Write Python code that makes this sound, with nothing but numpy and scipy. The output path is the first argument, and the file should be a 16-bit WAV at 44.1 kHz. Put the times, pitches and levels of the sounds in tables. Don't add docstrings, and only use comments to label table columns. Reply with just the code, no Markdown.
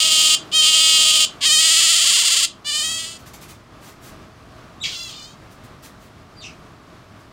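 import sys
import numpy as np
from scipy import signal
from scipy.fft import rfft, irfft
from scipy.io import wavfile
from scipy.ndimage import uniform_filter1d, minimum_filter1d

SR = 44100
rng = np.random.default_rng(int(sys.argv[2]) if len(sys.argv) > 2 else 0)


def unload_wav(signal):
    wavfile.write(
        sys.argv[1],
        SR,
        np.round(np.clip(np.atleast_2d(signal).T, -1, 1) * 32767).astype(np.int16),
    )


N = 322812
TIME_S = np.arange(N) / SR

# (frequency [Hz], relative density [dB per Hz])
FAN_SPECTRUM = [(15, -44), (25, -7), (107, 1.5), (349, -7.5), (537, -13.5), (703, -12.5), (919, -16.5),
                (1200, -14.5), (2560, -21.5), (4870, -26), (15500, -45)]
# (centre [Hz], width [Hz], rise [dB])
DUCT_RESONANCES = [(632, 23, 8.5), (723, 54, 2), (1143, 350, 6)]
# (time [s], level [dB], rumble gain
# [dB])
FAN_LEVELS = [(1.4, -39.5, -8.5), (2.3, -47.5, -6.5), (2.6, -44.5, -4), (3.2, -43.5, -1.5)]
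# (frequency [Hz], t60 [s])
PEN_DECAY = [(500, 0.035), (3000, 0.24), (8000, 0.18), (14000, 0.1)]
# (frequency [Hz], t60 [s])
KITCHEN_DECAY = [(500, 0.22), (3000, 0.21), (8000, 0.2), (14000, 0.17)]
# (start [s], length [s], level [dB])
STROKES = [(3.175, 0.05, -49), (3.252, 0.044, -43), (3.331, 0.023, -37.5), (3.399, 0.058, -41.5),
           (3.472, 0.06, -41.5), (3.792, 0.15, -46), (3.996, 0.13, -44.5), (5.495, 0.054, -52),
           (5.63, 0.031, -49), (5.815, 0.065, -41.5), (5.975, 0.12, -54.5), (7.185, .03, -57)]
# (frequency [Hz], gain [dB])
STROKE_SPECTRUM = [(1000, 3), (3200, 3), (5000, 3), (7500, 2), (11000, -2.5), (15500, -2.5)]
# (frequency [Hz], gain [dB])
FAR_SPECTRUM = [(2500, -0.5), (3100, -5), (3700, 0.5), (4900, -3), (5800, 1), (8000, -9), (9000, -10.5),
                (15000, -1.5)]
# (start [s], fall start [s], end [s], top pitch [Hz], bottom pitch [Hz], fall time [s],
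#          scoop [share of pitch], whistle level [dB], swell [dB])
CHIRP_CALLS = [(4.802, 4.827, 4.864, 3862, 915, .029, -0.0704, -27.5, 6.5),
               (6.356, 6.399, 6.5, 4730, 2213, 0.031, 0.019, -43.5, 10)]
# (start [s], end [s], first pitch [Hz], turning pitch [Hz], turn [share of length],
#          last pitch [Hz], scoop [share of pitch], attack [s], onset [dB], level [dB], fade [dB],
#          brightness [dB], basic roughness [0-1])
SQUEAL_CALLS = [(-.1, 0.355, 638, 632.7, 0.5, 628, 0.0082, 0.013, -16, -14.5, 1.7, -5.3, 0.7),
                (0.513, 1.254, 631, 639.6, .52, 626.7, -.1, .014, -26.5, -13.5, -0.5, -6, 0.62),
                (1.405, 2.458, 632.2, 701, .74, 689, -.18, .015, -26.5, -12.5, -4, -4, 0.47),
                (2.644, 3.179, 591, 651.6, .58, 668, -0.028, 0.0172, -22, -20, -22.5, -4.5, 0.47)]
WHINE_CALLS = [(4.836, 5.118, 638, 683, .68, 646, 3, .027, 12.5, -29.5, -3, -5, 0.6),
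               (5.118, 5.331, 618, 599.6, .36, 649, -0.5, 0.0068, -5, -36, -14, -5, .3)]
# (frequency [Hz], gain [dB])
THROAT_SPECTRUM = [(500, -33), (1500, -30), (2000, -12), (2480, -11.5), (2780, -3), (3350, -1), (3850, -6),
                   (4250, -1.5), (5000, -3), (5400, -8), (6100, -9.5), (7300, -2), (8000, -8.5),
                   (8750, -5.5), (10000, -18), (16000, -27)]
# (time [s], mouth resonance [dB], throat resonance [dB], anti-resonance [Hz],
#          second flow tone [dB], third flow tone [dB])
MOUTH_SHAPES = [(.2, 6, -4, 11100, -17, -39), (.9, 7.7, -3, 11540, -17.5, -43),
                (1.9, 2.5, 5, 12800, -19, -20.5), (2.9, 3.6, 7, 12500, -17, -17.5),
                (5.1, 4.7, -6.5, 11000, -18, -25)]
# (delay [s], gain [dB])
REFLECTIONS = [(.00062, -22), (.00128, -17), (.0019, -31)]
# (time [s], half length [s])
LOCK_MOMENTS = [(.335, .03), (.85, .06), (3.02, .04)]
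# (start [s], end [s], roughness [0-1])
CLEAN_STRETCHES = [(.525, .615, .03), (1.456, 1.603, .14), (2.64, 2.988, .17), (4.95, 5.085, .1),
                   (5.135, 5.35, .08)]
# (time [s], dip depth [share of pitch])
TREMBLE_DEPTHS = [(.3, .012), (1.25, .025), (1.48, 0.072), (1.64, .02), (1.98, .11), (2.19, .31),
                  (2.45, 0.21), (2.65, .012)]
# (time [s], drop [share of pitch])
VOICE_CATCHES = [(0.627, 0.024), (1.442, .11), (1.817, .09), (2.052, .06), (2.239, .07), (2.717, .03),
                 (2.815, 0.0403), (5.11, .08)]

CHIRP_RISE_S, CHIRP_ONSET_DB = .0125, -13
CHIRP_ROUGH, CHIRP_BREAK_S = 0.083, 0.046
MOUTH_HZ, MOUTH_WIDTH_HZ = 2970, 1070
LOW_RING_HZ, LOW_RING_WIDTH_HZ = 1926, 410
HOLLOW_WIDTH_HZ, HOLLOW_DB = 800, -11
FUNDAMENTAL_DB = -27.5
DULL_DB, DULL_S = -8, 0.064
FADE_POWER = 2.57
RISE_S, RELEASE_S = .003, .005
LOCK_SHARE = 0.57
UNSPLIT = 1.8
BREAK_S, CLEAN_SPLIT = 0.02, 0.062
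TREMBLE_HZ, QUICKENS_HZ_PER_S, DEEPEST_DIP_S = 16.8, 1.25, 2.238
CATCH_S = 0.01
EDGE_HZ = 15850


def gain_of(db):
    return 10 ** (np.asarray(db) / 20)


def evened(x):
    return x / np.sqrt(np.mean(x ** 2) + 1e-20)


def steadied(x, size=1300):
    power = uniform_filter1d(uniform_filter1d(x ** 2, size), size).clip(0)
    return x / np.sqrt(power + 1e-12)


def read(points, hz):
    f, value = np.transpose(points)
    return np.interp(np.log(hz + 1), np.log(f + 1), value)


def follow(rows, t):
    s, *columns = np.transpose(rows)
    return [np.interp(t, s, c) for c in columns]


def glide(t, times, values):
    step = np.interp(t, times, np.arange(len(times)))
    eased = np.floor(step) + np.sin(np.pi / 2 * (step % 1)) ** 2
    return np.interp(eased, np.arange(len(times)), values)


def drift(count, hz):
    f = np.fft.rfftfreq(N, 1 / SR)
    return evened(irfft(rfft(rng.standard_normal(N)) * np.exp(-(f / hz) ** 2), N))[:count]


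def fade(t, rise_s, fall_s):
    return np.clip((t - t[0]) / rise_s, 0, 1) * np.clip((t[-1] - t) / fall_s, 0, 1)


def filtered(x, order, hz, kind="low"):
    return signal.sosfiltfilt(signal.butter(order, hz, kind, fs=SR, output="sos"), x)


def coloured(x, points):
    hz = np.fft.rfftfreq(len(x), 1 / SR)
    return irfft(rfft(x) * gain_of(read(points, hz)), len(x))


def bump(hz, centre_hz, width_hz, db):
    return db / (1 + (2 * (hz - centre_hz) / width_hz) ** 2)


def add(mix, start_s, sound):
    part = mix[max(round(start_s * SR), 0):][:len(sound)]
    part += sound[:len(part)]


def room(x, decay, wet_db, gap_s):
    sparse = rng.random(SR) < .1
    taps = rng.choice([-1., 1.], SR) * sparse * (np.arange(SR) > gap_s * SR)
    hz, t, z = signal.stft(taps, SR, nperseg=256)
    decaying = z * gain_of(-60 * t / read(decay, hz)[:, None])
    tail = signal.istft(decaying, SR, nperseg=256)[1]
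    reflected = signal.fftconvolve(x, tail / np.linalg.norm(tail))[:N]
    wet = gain_of(wet_db)
    return (x + wet * reflected) / np.hypot(1, wet)


def fan(swell_db=1.07, rumble_hz=210):
    hz = np.fft.rfftfreq(N, 1 / SR)
    colour_db = read(FAN_SPECTRUM, hz) + sum(bump(hz, *mode) for mode in DUCT_RESONANCES)
    rush = evened(irfft(rfft(rng.standard_normal(N)) * gain_of(colour_db), N))
    rumble = filtered(rush, 3, rumble_hz)
    level_db, rumble_db = follow(FAN_LEVELS, TIME_S)
    air = rush + (gain_of(rumble_db) - 1) * rumble
    return air * gain_of(level_db + swell_db * drift(N, hz=5.9))


def scuffs():
    grains = rng.standard_normal(N)
    pressure = np.zeros(N)
    for start_s, length_s, db in STROKES:
        add(pressure, start_s, gain_of(db) * signal.windows.tukey(int(length_s * SR), .8))
    return evened(coloured(grains, STROKE_SPECTRUM)) * pressure


def chirp(row, scatter=0.108, second_db=-9, third_db=-15, rasp=0.2):
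    start_s, fall_at_s, end_s, top_hz, bottom_hz, fall_s, scoop, whistle_db, swell_db = row
    t = np.arange(start_s, end_s, 1 / SR)
    falling_s = np.maximum(t - fall_at_s, 0)
    onset = np.exp(-((t - start_s) / CHIRP_RISE_S) ** 6)
    hz = bottom_hz + (top_hz - bottom_hz) * np.exp(-falling_s / fall_s)
    hz = hz * (1 + scoop * onset)
    swell = np.sin(np.pi * falling_s / (end_s - fall_at_s)) ** 2
    level_db = whistle_db + CHIRP_ONSET_DB * onset + swell_db * swell
    rough = np.minimum(CHIRP_ROUGH + falling_s / CHIRP_BREAK_S, 1)
    phase = 2 * np.pi * np.cumsum(hz * (1 + scatter * rough * drift(len(t), hz=700))) / SR
    tone = sum(gain_of(db) * np.sin((k + 1) * phase) for k, db in enumerate([0, second_db, third_db]))
    voice = evened(tone) + rasp * rough * rng.standard_normal(len(t))
    mouth = [(1000, -32), (2400, 3), (8000, 8), (12000, -12)]  # (frequency [Hz], gain [dB])
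    voice = evened(coloured(voice, mouth))
    return t[0], gain_of(level_db) * voice * fade(t, rise_s=0.0017, fall_s=0.0037)


def tremble(t, depth, narrow=1.3):
    since_s = t - DEEPEST_DIP_S
    cycles = since_s * (TREMBLE_HZ + QUICKENS_HZ_PER_S * since_s / 2)
    dip = abs(np.cos(np.pi * cycles)) ** (2 * narrow)
    caught = sum(drop * np.exp(-((t - s) / CATCH_S) ** 2) for s, drop in VOICE_CATCHES)
    return 1 - depth * dip - caught


def folds(t, roughness, depth, wander=0.18):
    locked = sum(np.exp(-((t - s) / half_s) ** 2) for s, half_s in LOCK_MOMENTS)
    rough = roughness * (1 - LOCK_SHARE * locked) * (1 + wander * drift(len(t), hz=14))
    split = 1 - UNSPLIT * depth
    for start_s, end_s, clean_rough in CLEAN_STRETCHES:
        clean = np.clip(.5 + np.minimum(t - start_s, end_s - t) / BREAK_S, 0, 1)
        rough = rough + clean * (clean_rough - rough)
        split = split + clean * (CLEAN_SPLIT - split)
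    return np.clip([rough, split], 0, 1)


def snaps(turns, rough, split, jitter_s=.00005, limp_s=.00004, uneven_db=3, weak_db=1.5):
    at = np.interp(np.arange(1, int(turns[-1])), turns, np.arange(len(turns)))
    sample = at.astype(int)
    late, loud = rng.standard_normal((len(at), 2)).T
    limp = split[sample] * (-1) ** np.arange(len(at))
    at = at + SR * (jitter_s * rough[sample] * late + limp_s * limp)
    height = gain_of(uneven_db * rough[sample] * loud - weak_db * limp)
    near = at.astype(int)[:, None] + np.arange(-8, 9)
    offset = near - at[:, None]
    click = np.sinc(offset) * np.cos(np.pi * offset / 18) ** 2
    where = near.clip(0, len(turns) - 1).ravel()
    return np.bincount(where, (height[:, None] * click).ravel(), len(turns))


def puffs(turns, rasp_hz=6000):
    highpass = signal.butter(2, rasp_hz, "high", fs=SR, output="sos")
    hiss = signal.sosfilt(highpass, rng.standard_normal(len(turns)))
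    return evened(np.exp(-2 * (turns % 1)) * hiss)


def throat_ring(mouth_db, low_db, hollow_hz, size=4096):
    hz = abs(np.fft.fftfreq(size, 1 / SR))
    db = read(THROAT_SPECTRUM, hz)
    db += bump(hz, MOUTH_HZ, MOUTH_WIDTH_HZ, mouth_db)
    db += bump(hz, LOW_RING_HZ, LOW_RING_WIDTH_HZ, low_db)
    db += bump(hz, hollow_hz, HOLLOW_WIDTH_HZ, HOLLOW_DB)
    minimum_phase = np.exp(np.conj(signal.hilbert(np.log(gain_of(db)))))
    ring = np.fft.ifft(minimum_phase).real[:size // 4]
    return ring + sum(gain_of(g_db) * np.roll(ring, round(delay_s * SR)) for delay_s, g_db in REFLECTIONS)


def brightened(voice, bright_db, split_hz=5800):
    body = filtered(voice, 4, split_hz)
    edge = np.clip(gain_of(bright_db), 0, .9)
    return np.sqrt(1 - edge ** 2) * steadied(body) + edge * steadied(voice - body)


def smooth_flow(turns, split, second_db, third_db, limp=0.22):
    levels_db = [FUNDAMENTAL_DB, second_db, third_db]
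    flow = sum(gain_of(db) * np.sin(2 * np.pi * (k + 1) * turns) for k, db in enumerate(levels_db))
    return flow * (1 + limp * split * np.cos(np.pi * turns))


def squeal(row, waver=0.006, rasp=0.97, sag_db_per_octave=8, flutter_db=1.0):
    (start_s, end_s, first_hz, turn_hz, turn, last_hz, scoop,
     attack_s, onset_db, held_db, fade_db, held_bright_db, roughness) = row
    length_s = end_s - start_s
    t = np.arange(max(start_s, 0), end_s, 1 / SR)
    since_s = t - start_s
    onset = np.exp(-since_s / attack_s)
    level_db = held_db + onset_db * onset + fade_db * (since_s / length_s) ** FADE_POWER
    bright_db = held_bright_db + DULL_DB * np.exp(-since_s / DULL_S)
    depth, = follow(TREMBLE_DEPTHS, t)
    rough, split = folds(t, roughness, depth)
    mouth_db, low_db, hollow_hz, second_db, third_db = follow(MOUTH_SHAPES, t.mean())

    hz = glide(t, [start_s, start_s + turn * length_s, end_s], [first_hz, turn_hz, last_hz])
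    hz = hz * (1 + scoop * onset) * tremble(t, depth) * (1 + waver * drift(len(t), hz=50.4))
    turns = np.cumsum(hz) / SR

    drive = evened(snaps(turns, rough, split)) + rasp * rough * puffs(turns)
    voice = signal.fftconvolve(drive, throat_ring(mouth_db, low_db, hollow_hz))[:len(t)]
    voice = brightened(voice, bright_db) + smooth_flow(turns, split, second_db, third_db)
    sag_db = sag_db_per_octave * np.minimum(np.log2(hz / np.median(hz)), 0)
    level_db = level_db + sag_db + flutter_db * drift(len(t), hz=46.2)
    return t[0], gain_of(level_db) * voice * fade(t, RISE_S, RELEASE_S)


def scene():
    near, far = np.zeros((2, N))
    for row in CHIRP_CALLS:
        add(far, *chirp(row))
    for row in WHINE_CALLS:
        add(far, *squeal(row))
    for row in SQUEAL_CALLS:
        add(near, *squeal(row))
    mix = fan() + room(scuffs(), KITCHEN_DECAY, wet_db=-0.5, gap_s=0.0077)
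    mix = mix + room(coloured(far, FAR_SPECTRUM), KITCHEN_DECAY, wet_db=2, gap_s=.004)
    mix = mix + room(near, PEN_DECAY, wet_db=-11, gap_s=.003)
    return np.array([mix, mix])


def record(dry):
    headroom = .88 / np.maximum(abs(dry).max(0), .88)
    gain = minimum_filter1d(headroom, size=121)
    gain = uniform_filter1d(uniform_filter1d(gain, size=61), size=61)
    lowpass = signal.firwin(511, EDGE_HZ, window=("kaiser", 9), fs=SR)
    return signal.oaconvolve(dry * gain, lowpass[None], "same")


dry = scene()
out = record(dry)
unload_wav(out)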